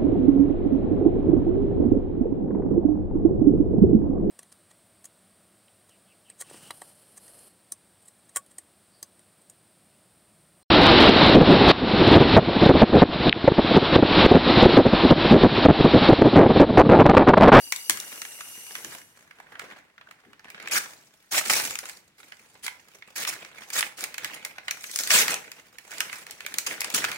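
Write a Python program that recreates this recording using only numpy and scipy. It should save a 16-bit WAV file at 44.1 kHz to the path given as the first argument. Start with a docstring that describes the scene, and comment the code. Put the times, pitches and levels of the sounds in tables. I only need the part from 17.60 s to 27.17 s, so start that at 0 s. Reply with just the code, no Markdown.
"""Hands tear and crumple a stiff paper mailer bag on a table, close to a phone with two microphone ports.
Creases snap as short cracks, fibres rip in dense bursts of grains, and the bag booms softly.
Filtered noise follows these bursts; bumps on the table thump and a small room answers.
At first a distant cutting wheel whines on multiples of its tooth rate, hisses and fades out.
A low, slowly wavering room tone lies under it all."""
import sys
import numpy as np
from scipy import signal
from scipy.fft import rfft, irfft, next_fast_len
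from scipy.io import wavfile
from scipy.ndimage import uniform_filter1d, map_coordinates

SR = 44100
rng = np.random.default_rng(int(sys.argv[2]) if len(sys.argv) > 2 else 0)


def persist_wave(psi):
    """Save psi, clipped to +-1, as 16-bit WAV."""
    counts = np.round(np.clip(psi, -1, 1) * 32767).astype(np.int16)
    wavfile.write(sys.argv[1], SR, np.atleast_2d(counts).T)


N = 422037  # samples

# All levels in dB are relative settings.
# Effort of the hands. Each row: time in seconds, crinkle level in dB.
HANDLING = [(.28, -59), (.33, -44), (.6, -52.5), (1.2, -54), (1.33, -50), (1.42, -64), (1.9, -59.5),
            (2.02, -47), (2.17, -49.5), (2.25, -66.5), (2.78, -65), (3.09, -42.5), (3.3, -65), (4.1, -66),
            (4.3, -49.5), (4.5, -80), (4.72, -63), (5.4, -63), (5.8, -54), (6.12, -51.5), (6.35, -77.5),
            (6.7, -40.5), (6.96, -58), (7.32, -52.5), (7.49, -38), (7.9, -59), (8.26, -57.5), (8.31, -44),
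            (8.78, -52.5), (9.3, -42.5), (9.45, -37), (9.57, -41.5)]
# Brightness of the handling. Each row: time in seconds, fibre fizz over crinkle in dB.
BRIGHTNESS = [(0, 2), (1.4, 2.5), (2.05, -14.5), (2.5, -9), (3.09, -17), (3.2, 1), (4.2, 5.5), (5.4, -1),
              (5.9, -9), (6.15, 3), (6.96, -12.5), (7.32, 13), (7.75, -3.5), (8.31, -0.5), (9.3, -4.5)]
# Single creases that snap. Each row: time in seconds, peak level in dB, fizz over peak in dB.
CREASE_SNAPS = [(0.122, -14.5, -5.5), (0.161, -35, 6), (0.296, -10, -2.5), (0.306, -19, -3.5),
                (0.372, -24.5, -8.5), (0.4, -32, 2), (0.617, -24.5, -8), (0.65, -27.5, -10.5),
                (0.807, -28, -13), (1.152, -19.5, -15.5), (1.246, -24.5, -9), (1.709, -32, -25.5),
                (1.8, -34, -21), (1.953, -31, -35), (1.994, -21.5, -17.5), (2.379, -34.5, -31),
                (2.411, -34.5, -30.5), (2.51, -33, -16.5), (2.731, -37, -20.5), (2.794, -38.5, -17.5),
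                (2.844, -37, -19), (2.888, -38.5, -35), (2.901, -31, -11.5), (2.945, -29.5, -34),
                (2.999, -29, -22.5), (3.025, -32.5, -13), (3.057, -29, -26), (3.073, -20.5, -18),
                (3.084, -30.5, -9.5), (3.881, -28, -5), (3.934, -18.5, -1), (3.998, -15.5, -9),
                (4.051, -21.5, -7), (4.107, -23, -6.5), (4.154, -24, -5.5), (4.188, -25, -3),
                (4.255, -27.5, -11.5), (4.295, -29.5, -6.5), (4.63, -39, -21.5), (4.72, -29.5, -24),
                (5.064, -19.5, -10.5), (5.079, -22, -14.5), (5.422, -32.5, -37), (5.621, -25.5, -8.5),
                (5.649, -18.5, -16), (5.848, -31.5, -15), (6.019, -30, -35), (6.102, -29.5, -6),
                (6.207, -16, -7), (6.226, -11.5, -37), (6.407, -33, 0.5), (6.439, -21, -4),
                (6.542, -24, -12), (6.58, -20, -11.5), (6.645, -18, -9.5), (6.849, -23.5, -3.5),
                (6.982, -26, -22), (7.081, -14.5, -23), (7.109, -17.5, -8), (7.24, -24, -10),
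                (7.313, -41.5, 6.5), (7.359, -23.5, 2.5), (7.388, -21, -2), (7.408, -31, 3),
                (7.435, -28.5, 2), (7.473, -21.5, -5), (7.504, -7.5, -14.5), (7.68, -12, -13),
                (7.741, -22.5, -2), (7.916, -26.5, -11.5), (8.184, -31.5, -9), (8.316, -31, -8.5),
                (8.382, -30.5, -4.5), (8.404, -12.5, -8), (8.496, -26, -26.5), (8.528, -23, -14),
                (8.666, -34, -8), (8.709, -39, 5), (8.805, -24, -19.5), (8.863, -22, -10.5),
                (8.94, -22, -8.5), (8.984, -18.5, 0.5), (9.11, -26, -25.5), (9.206, -27.5, 5),
                (9.216, -21, -7), (9.244, -19.5, -9.5), (9.301, -32.5, 2.5), (9.345, -16.5, -1.5),
                (9.441, -12, -15.5), (9.447, -11.5, -15), (9.515, -18.5, -15.5)]
# Running tears and the rustle after them. Each row: start in seconds, length in seconds,
# level at the start in dB, level at the end in dB, rustle level in dB.
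TEARS = [(3.111, 0.078, -29, -28, -44.5), (3.709, 0.089, -35, -24, -43), (3.843, 0.029, -47, -43.5, -40.5),
         (3.895, 0.067, -31, -27.5, -31.5), (4.579, 0.019, -60, -72, -56),
         (5.025, .051, -41.5, -43.5, -68.5), (5.555, 0.0864, -40, -34.5, -42.5),
         (5.666, 0.04, -34.5, -32.5, -43), (5.723, 0.021, -36, -39, -69), (6.121, 0.082, -43, -25, -46.5),
         (6.37, .07, -45, -42, -46.5), (6.732, 0.022, -41, -34.5, -41.5), (7.499, 0.13, -21, -24, -29.5),
         (9.064, 0.017, -19.5, -34.5, -38), (9.339, 0.067, -24, -38, -40)]
# Bumps of the bag on the table. Each row: time in seconds, level in dB.
TABLE_BUMPS = [(0.293, -41.5), (1.24, -45), (2.658, -51.5), (4.047, -45), (8.938, -47.5), (9.074, -47.5),
               (9.34, -38.5), (9.44, -42.5)]
# How far the bag is pressed flat. Each row: time in seconds, share of the crinkle that sounds pressed (0 to 1).
PRESSED_SHARE = [(1.1, 0.089), (1.5, 0.91), (2.7, 0.97), (3.1, 0.051)]
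# Place of the bag between the ports. Each row: time in seconds, left over right in dB.
BAG_PAN = [(0, 2), (1.2, -0.5), (2.7, 0), (5.1, -2.5), (7.7, -1), (8.2, -3.5), (8.8, -1), (9.57, -1)]
# Colours of the free crinkle, the bag pressed flat, the fibre fizz, the boom of the bag, the table thump
# and the room tone. Each row: frequency in Hz, density in dB per Hz.
CRINKLE_COLOUR = [(200, -74), (500, -15), (900, -9), (1500, -1.5), (2300, 3), (3000, -4), (6000, -16.5),
                  (9000, -36)]
PRESSED_COLOUR = [(200, -59), (600, -11.5), (1300, -3.5), (1600, 3), (1950, -0.5), (3000, -9),
                  (6000, -26.5), (9000, -39.5)]
FIZZ_COLOUR = [(1500, -62.5), (3000, -6), (4150, -2), (6500, 0.5), (9300, -2.5), (13600, -8), (15700, -7)]
BOOM_COLOUR = [(25, -41), (128, -11.5), (200, -8), (465, -4), (900, -6), (1500, -13.5), (2500, -92)]
TABLE_COLOUR = [(30, -45.5), (120, -14.5), (220, -10.5), (400, -11), (1000, -47)]
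ROOM_TONE_COLOUR = [(15, -57.5), (25, -12), (137, -0.5), (222, -2.5), (342, -6.5), (570, -14), (2140, -6.5),
                    (15700, -29)]
# Course of the cutting wheel. Each row: time in seconds, mean tooth rate in Hz, level in dB.
WHEEL_COURSE = [(0, 2816, -43.5), (.28, 2870, -43), (.45, 2820, -45), (1.1, 2830, -44.5),
                (1.35, 2920, -50.5), (1.8, 2830, -86)]
# Partials of the whine. Each row: multiple of the tooth rate, level in dB.
TOOTH_PARTIALS = [(1, 4.5), (3, 0), (4, -2.5), (5, 2.5)]
# Resonances of the blade. Each row: centre in Hz, width in Hz, level in dB.
BLADE_MODES = [(6015, 63, 3.5), (7540, 98, -7.5), (9250, 60, -1), (9950, 85, -7.5), (11080, 260, -3.5),
               (9400, 4700, -11)]
# Decay of the small room. Each row: frequency in Hz, time to fall 60 dB in seconds.
ROOM_DECAY = [(200, 0.66), (2000, 0.29), (10000, 0.27)]
# Likeness of left and right in the noise of the bag, table thumps and room tone.
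# Each row: frequency in Hz, correlation.
NOISE_LIKENESS = [(40, 0.83), (180, 1), (700, 0.89), (2800, 0.31), (5000, 0.057), (12000, 0.15)]
# Colour of the ports. Each row: frequency in Hz, left over right in dB.
PORT_BALANCE = [(40, -0.5), (350, 4), (1400, -3), (5000, 1), (14000, 2)]

RIP_FIZZ_DB, SETTLE_DB_PER_S = 4.5, 96  # fizz of a tear over its crinkle; how fast the rustle fades
ROLL_HZ, TOP_HZ = 15800, 16968  # the treble steps down, then ends


def paper():
    """Harder handling breaks more fibres a second; crinkle, fizz and boom are noise driven by those breaks."""
    (hands_db,), (fizz_db,) = curves(HANDLING), curves(BRIGHTNESS)
    tear, rustle = rips()
    snap_crinkle, snap_fizz = snaps()
    db = 10 * np.log10(amp(hands_db) ** 2 + rustle)
    work = amp(db) ** 2 + tear
    tear_share = tear / work
    rate = 500 * (work / amp(-52.5) ** 2) ** 0.33  # breaks a second

    # a running tear stutters faster
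    clump = amp((5.5 - 1.6 * tear_share) * wobble(35) + 2.2 * tear_share * wobble(110))
    # a crease gives way over a millisecond or two
    shared = dying(grains(rate, spread_db=7.0), 0.019)
    crackle = dying(0.5 * shared + 0.5 * grains(rate, spread_db=5.0), 0.022)
    crinkle = work * clump * (0.21 + crackle)

    fibres = dying(0.55 * shared + 0.28 * grains(7.7 * rate, spread_db=7.0), 0.027)
    fizz_power = amp(db + fizz_db) ** 2 + amp(RIP_FIZZ_DB) ** 2 * tear
    fizz = fizz_power * clump * (0.2 + fibres)

    # the boom grows more slowly than the crinkle
    boom_power = amp(0.8 * db - 18.5) ** 2 + amp(-17.5) ** 2 * tear
    boom = dying(crinkle * boom_power / work, 0.036)

    pressed = np.clip(*curves(PRESSED_SHARE), 0, 1)
    bag = shaken((1 - pressed) * crinkle, CRINKLE_COLOUR, patchy_db=4.0)
    bag = bag + shaken(pressed * (crinkle + snap_crinkle), PRESSED_COLOUR, patchy_db=3.0)
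    # a single crease cracks thinner
    bag = bag + shaken((1 - pressed) * snap_crinkle, CRINKLE_COLOUR, patchy_db=2.5, sharp=1.19)
    bag = bag + shaken(fizz, FIZZ_COLOUR, patchy_db=3.5)
    bag = bag + shaken(snap_fizz, FIZZ_COLOUR, patchy_db=2.5)
    bag = bag + shaken(boom, BOOM_COLOUR, patchy_db=3.5)
    bag = bag + table_thumps()
    pan_db, = curves(BAG_PAN)
    return bag * amp([pan_db / 2, -pan_db / 2])


def rips():
    """Power of the tears, which set in fast and stop dead, and of the rustle as the loosened sheet comes to rest."""
    tear, rustle, t = np.zeros(N), np.zeros(N), np.arange(N) / SR
    for s, length, first_db, last_db, rustle_db in TEARS:
        end = s + length
        onset = np.clip((t - s) / 0.014, 0, 1)
        stop = np.clip((end - t) / 0.0092, 0, 1)
        tear_db = np.interp(t, [s, end], [first_db, last_db])
        tear = tear + onset * stop * amp(tear_db) ** 2
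        settling_db = rustle_db - SETTLE_DB_PER_S * np.maximum(t - end, 0)
        rustle = rustle + onset * amp(settling_db) ** 2
    return tear, rustle


def snap_shape(t, crack_s, t60):
    """Power of one snap: a short crack peaking at crack_s, then the sheet shudders and dies away."""
    crack = (t / crack_s * np.exp(1 - t / crack_s)) ** 4
    shudder = (t > crack_s) * amp(-5.5 - 60 * t / t60) ** 2
    return crack + shudder


def snaps():
    """Power of the single creases, as crinkle and as a quicker fizz."""
    crinkle, fizz, t = np.zeros(N + SR), np.zeros(N + SR), np.arange(SR // 10) / SR
    low, high = snap_shape(t, 0.0022, 0.058), snap_shape(t, 0.0012, 0.034)
    for s, db, fizz_db in CREASE_SNAPS:
        start = round(s * SR)
        crinkle[start:][:len(t)] += low * amp(db - 7.0) ** 2
        fizz[start:][:len(t)] += high * amp(db + fizz_db + 4.5) ** 2
    return crinkle[:N], fizz[:N]


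def table_thumps():
    """Each bump of the bag sets off a dull burst of noise that swells briefly and dies away in the table."""
    s, bump_db = np.transpose(TABLE_BUMPS)
    bumps = np.bincount(np.round(s * SR).astype(int), amp(bump_db) ** 2 * SR / 100, N)
    return shaken(dying(dying(bumps, 0.03), 0.35), TABLE_COLOUR, patchy_db=-1.5)


def room(x):
    """The small room answers after 200 samples; each frequency of its noise tail dies at its own speed."""
    hz, t, z = signal.stft(rng.standard_normal((2, SR // 2)), SR, nperseg=256)
    decay = amp(-60 * t / along(ROOM_DECAY, hz)[:, None])
    tail = signal.istft(z * decay, SR, nperseg=256)[1]
    delayed = np.pad(x, ((0, 0), (200, 0)))
    return signal.fftconvolve(delayed, tail / np.linalg.norm(tail[0]), axes=1)[:, :N]


def wheel():
    """Teeth sing roughly at multiples of a wavering rate; the cut hisses through the blade's modes."""
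    tooth_hz, db = curves(WHEEL_COURSE)
    t = np.arange(N) / SR
    turns = 2 * np.pi * np.cumsum(tooth_hz * (1 + 0.0052 * wobble(8))) / SR  # phase in radians
    # the top multiple is strongest where the cut bites hardest, at 0.55 s
    bite_db = -14 * np.clip(np.abs(t - 0.55) / 0.4, 0, 1)
    top = TOOTH_PARTIALS[-1][0]
    sizes = [amp(level + (k == top) * bite_db) for k, level in TOOTH_PARTIALS]
    song = [sum(size * (0.5 + wobble(260)) * np.sin(k * turns)
                for size, (k, _) in zip(sizes, TOOTH_PARTIALS)) for ear in "LR"]
    hiss = unit(filtered(rng.standard_normal((2, N)), blade_response))
    hiss = hiss * amp(0.87 * wobble(8.7))
    ring_level = amp(-1.5 - 150 * np.maximum(t - 0.3, 0))  # fades from 0.3 s on
    early_ring = ring_level * wobble(220) * np.sin(2 * np.pi * 4640 * t)
    return amp(db) * (amp(-6) * unit(np.array(song)) + hiss + early_ring)


def blade_response(f):
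    """The blade's modes as a sum of band-pass resonances."""
    return sum(amp(level) * 1j * f * w / (c * c - f * f + 1j * f * w) for c, w, level in BLADE_MODES)


def room_tone():
    """Steady noise of the place, its level drifting slowly at random."""
    return shaken(amp(-66 + 1.6 * wobble(4.8)) ** 2, ROOM_TONE_COLOUR, patchy_db=-1.0)


def shaken(power, spectrum, patchy_db, sharp=1):
    """Stereo noise of a colour, gated by a power envelope; sharp scales the colour's dB below 2300 Hz."""
    def colour(hz):
        level = unit(amp(np.where(hz < 2300, sharp, 1) * along(spectrum, hz)))
        # this split into middle and side gives the wanted likeness of left and right
        turn = np.arccos(np.clip(along(NOISE_LIKENESS, hz), -1, 1)) / 2
        return level * [np.cos(turn), np.sin(turn)]

    mid, side = filtered(np.sqrt(power) * patchy(patchy_db), colour)
    return np.array([mid + side, mid - side])


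def patchy(depth_db):
    """Two noises whose shared colour shifts at random from moment to moment."""
    z = signal.stft(rng.standard_normal((2, N + 512)), nperseg=512)[2]
    field = uniform_filter1d(rng.standard_normal(z.shape[1:]), size=7, axis=0)  # smooth over frequency
    field = uniform_filter1d(field, size=3, axis=1)  # and over time
    return unit(signal.istft(z * amp(depth_db * unit(field)), nperseg=512)[1][:, :N])


def grains(rate, spread_db):
    """Random impulses of power at rate a second, mean 1, with a few much larger than the rest."""
    size = np.minimum(amp(spread_db * rng.exponential(size=N)) ** 2, 400)
    chance = np.clip(rate / SR, 0, 1)
    hits = (rng.random(N) < chance) * size / chance
    return hits / np.mean(size)


def dying(x, t60):
    """Every impulse of power starts at once and falls 60 dB in t60 seconds; its energy is kept."""
    keep = 10 ** (-6 / (max(t60, 0.001) * SR))
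    return np.abs(signal.lfilter([1 - keep], [1, -keep], x))


def wobble(rate):
    """A smooth random curve, rate knots a second."""
    return map_coordinates(rng.standard_normal(N // 100), [np.arange(N) * rate / SR])


def curves(rows):
    """One value per sample for each column after the time."""
    s, *cols = np.transpose(rows)
    return [np.interp(np.arange(N) / SR, s, c) for c in cols]


def along(points, hz):
    """Interpolate (Hz, value) points on a log frequency axis."""
    f, v = np.transpose(points)
    return np.interp(np.log(hz + 1), np.log(f + 1), v)


def filtered(x, response):
    """x times a complex response of frequency."""
    m = next_fast_len(N + SR // 2)
    return irfft(rfft(x, m) * response(np.fft.rfftfreq(m, 1 / SR)), m)[..., :N]


def amp(db):
    """Amplitude factor of a level in dB."""
    return 10 ** (np.asarray(db) / 20)


def unit(x):
    """x scaled to an RMS of 1."""
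    return x / np.sqrt(np.mean(x ** 2) + 1e-20)


def scene():
    """The bag up close with its room answer, the distant wheel and the room tone."""
    bag = paper()
    return bag + amp(-9.0) * room(bag) + wheel() + room_tone()


def record(dry):
    """The left port is nearer and coloured differently; the loudest cracks are squeezed and the treble is cut."""
    lead_s = 0.00013  # left ahead of right

    def half(hz):
        return amp(along(PORT_BALANCE, hz) / 2) * np.exp(1j * np.pi * hz * lead_s)

    ports = filtered(dry, lambda hz: np.array([half(hz), 1 / half(hz)]))
    squeezed = ports / (1 + (ports / 0.9) ** 4) ** (1 / 4)
    return filtered(squeezed, lambda hz: np.where(hz < ROLL_HZ, 1, amp(-34.0)) * (hz < TOP_HZ))


dry = scene()
out = record(dry)
persist_wave(out)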